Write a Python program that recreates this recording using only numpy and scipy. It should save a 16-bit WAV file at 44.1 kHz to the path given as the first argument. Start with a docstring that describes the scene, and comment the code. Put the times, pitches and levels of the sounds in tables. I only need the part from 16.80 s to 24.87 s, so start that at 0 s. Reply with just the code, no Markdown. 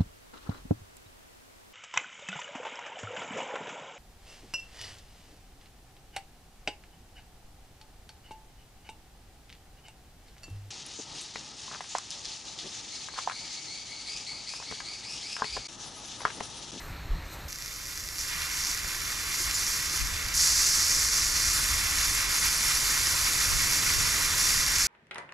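"""Meat fries in a small iron skillet over a wood fire: steam bubbles burst in the fat as short dying rings
of four sizes (fizz, spray, haze, simmer), with crackle, loud spits and one squeak of steel tongs.
Around it, shaped noise makes flame rumble, wind buffets and river murmur; gusts knock the microphone.
The first 0.68 s are heard from afar: river wash and wind, nearly mono, without the skillet.
The close skillet then reaches two microphone ports with their own phase, lean and width per pitch."""
import sys
import numpy as np
from scipy import signal
from scipy.fft import rfft, irfft, next_fast_len
from scipy.io import wavfile
from scipy.ndimage import uniform_filter1d

SR = 44100
rng = np.random.default_rng(int(sys.argv[2]) if len(sys.argv) > 2 else 0)


def dump_mix(stems):
    """Bounce the given channels to the path in sys.argv[1] as a 16-bit WAV at rate SR."""
    frames = np.atleast_2d(stems).T  # one column per channel
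    limited = np.clip(frames, -1, 1)  # hard clip at full scale
    pcm = np.round(limited * 32767).astype(np.int16)
    wavfile.write(sys.argv[1], SR, pcm)


N = 355887
FFT_SIZE = next_fast_len(N + 8192)

# frying: (time [s], fizz level [dB], freshness [0-1, wet meat newly pressed on the iron])
FRYING = [(.69, -45, 0.7), (1.18, -40.5, 0.6), (1.36, -41.5, .2), (1.4, -34.5, .7), (1.55, -37.5, .3),
          (1.72, -36, .3), (1.77, -33, .8), (1.92, -32.5, .9), (1.95, -37, .3), (2.5, -35.5, .3),
          (2.62, -29.5, 0.1), (2.71, -36, .2), (2.76, -29.5, .4), (3.09, -33, 0.5), (3.13, -31, 0.3),
          (3.3, -35.5, .5), (3.53, -37.5, 0.6), (3.545, -27.5, .4), (3.575, -25, .5), (3.59, -23.5, 1),
          (4.6, -28, 0.75), (4.67, -25.5, .9), (4.78, -28, 0), (5.05, -30, .2), (5.35, -28, .1),
          (5.47, -32, .3), (5.55, -28, 0.04), (7.3, -27.5, 0.37), (7.53, -29.5, 0), (7.62, -24.5, 0.4),
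          (7.92, -29, 0.3), (8.03, -25, 0.7), (8.07, -25, 0.5)]
# simmer of larger bubbles, growing louder: (time [s], level [dB])
SIMMER_LEVEL = [(.69, -47.5), (1.15, -44.5), (1.37, -46), (1.53, -36), (2, -38.5), (2.8, -36), (3.5, -37),
                (3.6, -35), (4.6, -35), (4.8, -33), (6, -32.5), (7.6, -31.5), (8.07, -32.5)]
# bubble colours, small to large below: (frequency [Hz], relative density [dB per Hz])
HAZE_COLOUR = [(7530, -32), (12800, 10), (14400, -2), (14800, -25), (15000, -21), (15200, -31),
               (15400, -36)]
SPRAY_COLOUR = [(4880, -28), (8300, -8.5), (8840, -4.5), (10200, 4.5), (11000, -6.5), (12100, 4),
                (12800, -28), (16600, -56), (22000, -120)]
FIZZ_COLOUR = [(2410, -31), (4100, -8.5), (4370, -1), (5700, 4), (7610, 0), (8400, -9), (10900, -10.5),
               (18500, -120)]
SIMMER_COLOUR = [(410, -33), (700, -20.5), (841, -13), (996, -6), (1220, -4), (1740, -2.5), (1960, 0.5),
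                 (2230, 0), (2970, -7.5), (3250, -10.5), (3570, -5), (3900, -9.5), (4050, -6), (5260, -12),
                 (8910, -120)]
SPRAY_RE_FIZZ_DB, SPRAY_FRESH_DB = -6.5, -6  # second: added at freshness 1
CORE_DB, CORE_FRESH_DB = -1.67, 2  # gain of the fizz core; second: added at freshness 1
REFERENCE_FIZZ_DB = -28  # haze and crackle have their stated level at this fizz level
HAZE_DB, HAZE_DB_PER_FIZZ_DB = -47.5, 0.38
CRACKLE_DB, CRACKLE_DB_PER_FIZZ_DB = -38.5, 0.54


def skillet():
    """Four bubble sizes sputter together in clumps; crackle, spits and tongs join the direct sound."""
    fizz_db, fresh = follow(FRYING)
    simmer_db, = follow(SIMMER_LEVEL)
    sputter_db = waver(60)
    above_reference_db = fizz_db - REFERENCE_FIZZ_DB
    spray_db = fizz_db + SPRAY_RE_FIZZ_DB + SPRAY_FRESH_DB * fresh
    haze_db = HAZE_DB + HAZE_DB_PER_FIZZ_DB * above_reference_db
    crackle_db = CRACKLE_DB + CRACKLE_DB_PER_FIZZ_DB * above_reference_db

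    fizz = bubbles(FIZZ_COLOUR, per_s=6000, cycles=13.2, spread_db=1.5, mist_db=1.0)
    fizz = gathered(fizz, CORE_DB + CORE_FRESH_DB * fresh)
    spray = bubbles(SPRAY_COLOUR, per_s=5000, cycles=14.0, spread_db=2.5, mist_db=-2.5, count=8)
    haze = bubbles(HAZE_COLOUR, per_s=2900, cycles=20.5, spread_db=-1.0, mist_db=1.0, count=4)
    simmer = bubbles(SIMMER_COLOUR, per_s=2500, cycles=5.0, spread_db=2.0, mist_db=2.0)

    pair = gain_of(fizz_db + 0.7 * sputter_db) * fizz
    pair += gain_of(spray_db + 0.65 * sputter_db) * spray
    pair += gain_of(haze_db + 0.99 * sputter_db) * haze
    pair += gain_of(simmer_db + 0.8 * sputter_db) * simmer
    pair[0] += gain_of(crackle_db) * crackle(per_s=810, spread_db=7.0) + spits() + tongs()
    return ports(pair)


def bubbles(colour, per_s, cycles, spread_db, mist_db, count=12):
    """Random bursts at several pitches over a noise mist of countless tiny ones; row 2: mist alone."""
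    drops, power = np.zeros(N), 0
    for hz in np.geomspace(colour[1][0], min(colour[-2][0], 15000), count):
        impulses = random_impulses(int(per_s * N / SR / count), spread_db, limit=5)
        shape = evened(burst(hz, cycles))
        drops += signal.oaconvolve(impulses, shape)[:N]
        power = power + abs(rfft(shape, FFT_SIZE)) ** 2
    # divide out the bursts' summed spectrum, then impose the colour
    floor = 1e-3 * power.max()
    drops = filtered(drops, lambda f: gain_of(read(colour, f)) / np.sqrt(power + floor))
    white = rng.standard_normal((2, N))
    mist = evened(filtered(white, lambda f: gain_of(read(colour, f))))
    direct = evened(evened(drops) + gain_of(mist_db) * mist[0])
    return np.array([direct, mist[1]])


def random_impulses(number, spread_db, limit):
    """Impulses of either sign at random moments, with exponentially distributed dB sizes up to a limit."""
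    at, size, sign = rng.random((number, 3)).T
    size_db = spread_db * np.minimum(-np.log(size + 1e-9), limit)
    return np.bincount((at * N).astype(int), gain_of(size_db) * np.sign(sign - .5), N)


def burst(hz, cycles):
    """One bubble: a quick rise and a few dying cycles."""
    u = np.arange(384) / SR * hz / cycles
    return u ** .5 * np.exp(-3 * u) * np.sin(2 * np.pi * cycles * u)


def gathered(fizz, core_db):
    """Raises or lowers the core of the fizz around 5800 Hz; fresh meat gathers the sound there."""
    core = filtered(fizz, lambda f: np.exp(-((f - 5800) / 900) ** 2))
    return fizz + (gain_of(core_db) - 1) * core


# loud single spits: (time [s], level [dB], pitch [Hz])
SPIT_EVENTS = [(0.7282, -18, 5990), (0.7867, -22, 4610), (0.8234, -16.5, 5210), (.8471, -24, 4650),
               (0.8608, -19, 6120), (0.88, -22, 5640), (0.8854, -23, 4910), (.9389, -27, 4820),
               (0.9624, -25, 5210), (1.1761, -17, 6200), (1.2051, -20, 5940), (1.2392, -21, 5640),
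               (1.2888, -16, 5040), (1.358, -20, 4690), (1.3843, -13.5, 5200), (1.3905, -18, 5210),
               (1.413, -14.5, 5900), (1.62, -11, 4030), (1.8386, -13, 5810), (1.8494, -13, 5730),
               (1.87, -14, 5680), (1.9149, -12, 6290), (1.948, -17, 6630), (1.975, -16, 6070),
               (2.0466, -18, 1590), (2.1074, -20, 2200), (2.251, -19, 6070), (2.603, -15.0, 5990),
               (2.7114, -10, 5380), (3.1758, -15, 6070), (3.2726, -16, 7280), (3.4866, -13, 5080),
               (3.7785, -10, 5730), (4.1172, -12, 5910), (4.1277, -13, 5250), (4.8879, -11.0, 9900),
               (5.8387, -14, 2240), (6.2185, -15, 5040), (6.241, -16, 5300), (6.278, -13, 1810),
               (7.0281, -17, 5470), (7.103, -14.5, 1750), (7.831, -8, 5300), (7.8649, -8, 5430),
               (7.955, -14, 5730), (7.9612, -13, 5770), (7.9848, -9, 5810)]
POP_SHARE = 0.63  # pop against ring


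def spits():
    """Each spit: a sharp wide-band pop plus a three-cycle ring at its pitch."""
    sharp, out = pop(), np.zeros(N + 384)
    for s, db, hz in SPIT_EVENTS:
        ring = burst(hz, 3)
        ring = ring / abs(ring).max()
        out[round(s * SR):][:384] += gain_of(db) * ((1 - POP_SHARE) * ring + POP_SHARE * sharp)
    return out[:N]


def crackle(per_s, spread_db):
    """Sharp pops at random moments, most of them small."""
    impulses = random_impulses(int(per_s * N / SR), spread_db, limit=3.5)
    return evened(signal.oaconvolve(impulses, pop())[:N])


# colour of sharp pops, floored at -45 dB in use: (frequency [Hz], relative density [dB per Hz])
POP_COLOUR = [(530, -52), (900, -19), (1190, -13), (1570, -10), (2000, -4), (2640, -10.0), (2930, -17),
              (3570, -14), (3870, -12), (4390, -3), (5870, 1.0), (8400, -15), (11700, -7.5), (14300, -21),
              (14900, -60)]


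def pop():
    """Minimum-phase pop: its energy comes as early as the colour allows, then rings off."""
    hz = abs(np.fft.fftfreq(1024, 1 / SR))
    log_gain = np.log(gain_of(np.maximum(read(POP_COLOUR, hz), -45)))
    shape = np.fft.ifft(np.exp(np.conj(signal.hilbert(log_gain)))).real[:384]
    return shape / abs(shape).max()


# steel partials: (frequency [Hz], relative level [dB])
TONG_PARTIALS = [(5230, -1.5), (7020, 4), (7600, -7)]
# tongs slide on the iron: (time [s], level [dB], length [s])
TONG_SLIDES = [(2.737, -31.5, 0.036)]


def tongs():
    """A short slide sets the thin steel singing: steady partials under a tapered window."""
    out = np.zeros(N)
    for s, db, length_s in TONG_SLIDES:
        t = np.arange(round(length_s * SR)) / SR
        ring = sum(gain_of(part_db) * np.sin(2 * np.pi * hz * t) for hz, part_db in TONG_PARTIALS)
        out[round(s * SR):][:len(t)] += gain_of(db) * ring * signal.windows.tukey(len(t), .6)
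    return out


# direct sound shared by the ports: (frequency [Hz], likeness [0-1])
PORT_LIKENESS = [(600, 0.68), (1300, 0.97), (2200, 1), (3200, 0.49), (4500, 0.94), (6200, 0.97),
                 (9500, .999), (12000, 1), (15000, 0.98)]
# phase by which the left port leads; negative, the right leads: (frequency [Hz], phase [rad])
PORT_LEAD = [(0, 0), (1290, -0.3), (2330, -1.4), (3010, -1.7), (3360, -0.5), (3790, -0.5), (4050, 0.0),
             (11100, -0.0), (12300, 0.1), (14300, -0.0), (14700, -1.8), (15200, -3.8)]
# left over right, before the width: (frequency [Hz], level difference [dB])
PORT_LEAN = [(700, 3), (1200, -1), (1800, 0.5), (2300, -2), (2800, -8), (3400, -9.5), (4200, -3.5),
             (5200, -3), (6400, 0.03)]
# gain of left minus right: (frequency [Hz], width [dB])
PORT_WIDTH = [(5500, 0), (6150, -4), (6400, -48), (9600, -60), (9800, -12), (11400, 18), (12200, 17),
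              (15000, 6)]


def ports(pair):
    """The right port gets the direct sound phase-shifted and tilted, plus a scattered share of its own."""
    hz = np.fft.rfftfreq(FFT_SIZE, 1 / SR)
    direct, scattered = rfft(pair, FFT_SIZE)
    alike = np.clip(read(PORT_LIKENESS, hz), 0, 1)
    lean = gain_of(read(PORT_LEAN, hz) / 2)
    shifted = np.exp(-1j * read(PORT_LEAD, hz)) * direct
    left = direct * lean
    right = (alike * shifted + np.sqrt(1 - alike ** 2) * scattered) / lean
    middle = left + right
    side = gain_of(read(PORT_WIDTH, hz)) * (left - right)
    return irfft(np.array([middle + side, middle - side]) / 2, FFT_SIZE)[:, :N]


# low air between gusts: (time [s], flame rumble level [dB], river murmur level [dB])
AIR_LEVELS = [(0, -46.5, -53.5), (.66, -46, -53.5), (.72, -52, -58.5), (1.3, -48.5, -57), (2, -47.5, -54.5),
              (3.15, -46.5, -52.5), (3.3, -39.5, -53), (4, -44.5, -52), (4.9, -38, -50.5), (5.35, -40, -51),
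              (5.5, -43.5, -51), (6.4, -41.5, -50), (7, -43.5, -47), (8.07, -42, -50)]
# colours: (frequency [Hz], relative density [dB per Hz])
RUMBLE_COLOUR = [(8.8, -31), (15, 0), (40, 3.5), (68, -1), (88, -5), (110, -17), (190, -120)]
BUFFET_COLOUR = [(54, -58), (92, -2), (147, -6), (195, -14), (250, -42), (430, -120)]
MURMUR_COLOUR = [(120, -24), (205, -2), (302, -0.5), (404, -4.5), (493, -4.5), (678, -8), (800, -8.5),
                 (1040, -39), (1760, -120)]
BUFFET_RE_MURMUR_DB = 1
# one value each for rumble, buffet, murmur
FLUTTER_DB = 1.5, 1.4, 0.7
CALM_LIKENESS, GUST_LIKENESS_LOSS = (0.95, 0.94, .83), (0.9, 1, .45)  # loss at one-sidedness 1


def air(close):
    """Flame rumble, wind buffet, river murmur: mono from afar, less alike at the ports in one-sided gusts."""
    rumble_db, murmur_db = follow(AIR_LEVELS)
    push_db, shove_db, sided = gusts()
    levels_db = rumble_db + push_db, murmur_db + BUFFET_RE_MURMUR_DB + shove_db, murmur_db
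    out = np.zeros((2, N))
    for k, colour in enumerate((RUMBLE_COLOUR, BUFFET_COLOUR, MURMUR_COLOUR)):
        level_db = levels_db[k] + FLUTTER_DB[k] * waver(14)
        low = gain_of(level_db) * steadied(noise(colour, 1.0), 0.078)
        likeness = np.clip(CALM_LIKENESS[k] - GUST_LIKENESS_LOSS[k] * sided, 0, 1)
        angle = close * np.arccos(likeness) / 2
        out += np.cos(angle) * low[0] + np.array([[1], [-1]]) * np.sin(angle) * low[1]
    return out


# gusts: (peak time [s], fade to 1/e [s], rumble change [dB], buffet change [dB], one-sidedness [0-1])
GUST_EVENTS = [(.12, 0.065, 6, 5.5, 0), (.32, 0.11, 11, 8.5, 0), (.67, .03, 5, 3, 0),
               (1.56, 0.036, 3, 4, 0), (2.08, .07, 5, 0, 0), (2.68, .06, 5.5, 2, 0),
               (3.22, .06, 2, 8.5, .7), (4.17, 0.05, 4, 1, 0), (4.8, .05, -1, 2, 0), (4.92, .04, 3, -1, 0),
               (5.282, 0.044, 3, 5, 0), (5.98, 0.053, 2, 2, .5), (6.3, 0.19, -1.5, 1.5, 0.2),
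               (6.74, 0.1, 9, 7.5, .9), (7.18, 0.078, 8, 8.5, 1), (7.45, 0.18, 1.5, 1, .3),
               (7.78, .05, 6, 7, 0.4), (7.95, .04, 3, 2, 0)]
RISE_PER_FADE = 0.71


def gusts():
    """Each gust rises faster than it fades: rumble change, buffet change and one-sidedness, summed."""
    t, total = np.arange(N) / SR, np.zeros((3, N))
    for s, fade_s, *push in GUST_EVENTS:
        width_s = fade_s * np.where(t < s, RISE_PER_FADE, 1)
        total += np.exp(-((t - s) / width_s) ** 2) * np.array(push)[:, None]
    return total


def steadied(x, seconds):
    """Divides a narrow noise by its smoothed level, to even out its chance swells."""
    length = int(seconds * SR)
    power = uniform_filter1d(uniform_filter1d(x ** 2, length), length)
    return evened(x / np.sqrt(power + .05))


# gusts knock the microphone: (time [s], level [dB], frequency [Hz], t60 [s], left over right [dB])
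KNOCK_EVENTS = [(.303, -17, 33.7, 0.26, 0), (3.212, -26.5, 46, 0.15, 18), (2.6, -35, 360, 0.054, 12)]


def knocks():
    """A gust pushes the microphone membrane into a dying swing: a damped sine with a soft onset."""
    out = np.zeros((2, N))
    t = np.arange(SR // 2) / SR
    for s, db, hz, t60_s, lean_db in KNOCK_EVENTS:
        swing = gain_of(db - 60 * t / t60_s) * np.sin(2 * np.pi * hz * t) * (1 - np.exp(-t / 0.0045))
        out[:, round(s * SR):][:, :len(t)] += swing * gain_of([[lean_db / 2], [-lean_db / 2]])
    return out


# river wash from afar: (frequency [Hz], relative density [dB per Hz])
RIVER_COLOUR = [(440, -16), (750, -11), (954, -9), (1040, -11), (1340, -8), (1430, -11), (1820, -8.5),
                (2530, -14), (3340, -19), (4190, -11.5), (4700, -20.5), (7700, -22.5), (10800, -33),
                (12000, -19.5), (15400, -36)]
# gain of the wash's treble: (time [s], level [dB])
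TREBLE_LEVEL = [(0, 3.5), (.2, -4), (.4, -4), (.5, 1), (.535, 9.5), (.57, 1), (.68, 1.5)]
RIVER_DB = -46
WIDE_HZ, WIDE_DB = 11600, -1  # the wash spreads out only above this pitch


def river():
    """A smooth distant wash of noise whose treble dips, then swells once."""
    wash, other = noise(RIVER_COLOUR, 1.4)
    spread = filtered(other, lambda f: gain_of(WIDE_DB) / (1 + (WIDE_HZ / (f + 1)) ** 40))
    wash = wash + np.array([[1], [-1]]) * spread
    treble = filtered(wash, lambda f: 1 / (1 + (5500 / (f + 1)) ** 4))
    treble_db, = follow(TREBLE_LEVEL)
    return gain_of(RIVER_DB) * (wash + (gain_of(treble_db) - 1) * treble)


def noise(colour, patchy_db):
    """Two noises from independent random short-time spectra, sharing one pattern of drifting patches."""
    frames = N // 256 + 5
    a, b, c, d, patches = rng.standard_normal((frames, 513, 5)).T
    patches = evened(uniform_filter1d(uniform_filter1d(patches, 8, 0), 10, 1))
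    spectra = np.array([a + 1j * b, c + 1j * d]) * gain_of(patchy_db * patches)
    flat = signal.istft(spectra, nperseg=1024, noverlap=768)[1][:, :N]
    return evened(filtered(flat, lambda f: gain_of(read(colour, f))))


def waver(rate_hz):
    """Slow chance of unit RMS: sines of random phase from 4 Hz up to rate_hz."""
    t = np.arange(0, N + 64, 64) / SR
    slow = np.zeros(len(t))
    for f in np.geomspace(4, rate_hz, 30):
        slow += np.sin(2 * np.pi * (f * t + rng.random())) / f ** 0.45
    return evened(np.interp(np.arange(N) / SR, t, slow))


def gain_of(db):
    """Amplitude factor of a level in dB."""
    return 10 ** (np.asarray(db) / 20)


def evened(x):
    """Scales to unit RMS over all rows."""
    return x / np.sqrt(np.mean(x ** 2) + 1e-20)


def read(points, hz):
    """Value of a spectrum table on a log-frequency axis."""
    f, value = np.transpose(points)
    return np.interp(np.log(hz + 1), np.log(f + 1), value)


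def follow(rows):
    """Every column of a time table, one value a sample."""
    s, *columns = np.transpose(rows)
    return [np.interp(np.arange(N) / SR, s, c) for c in columns]


def filtered(x, response):
    """Applies a response given as a function of Hz."""
    return irfft(rfft(x, FFT_SIZE) * response(np.fft.rfftfreq(FFT_SIZE, 1 / SR)), FFT_SIZE)[..., :N]


CLOSE_S, CHANGE_S = .68, 0.0025


def scene():
    """Far river, then a quick crossfade to the close skillet; air and knocks run throughout."""
    close = np.clip((np.arange(N) / SR - CLOSE_S) / CHANGE_S, 0, 1)
    return close * skillet() + (1 - close) * river() + air(close) + knocks()


EDGE_HZ = 15600


def record(dry):
    """Band limit: a linear-phase low-pass."""
    lowpass = signal.firwin(511, EDGE_HZ, window=("kaiser", 9), fs=SR)
    return signal.oaconvolve(dry, lowpass[None], "same")


dry = scene()
out = record(dry)
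dump_mix(out)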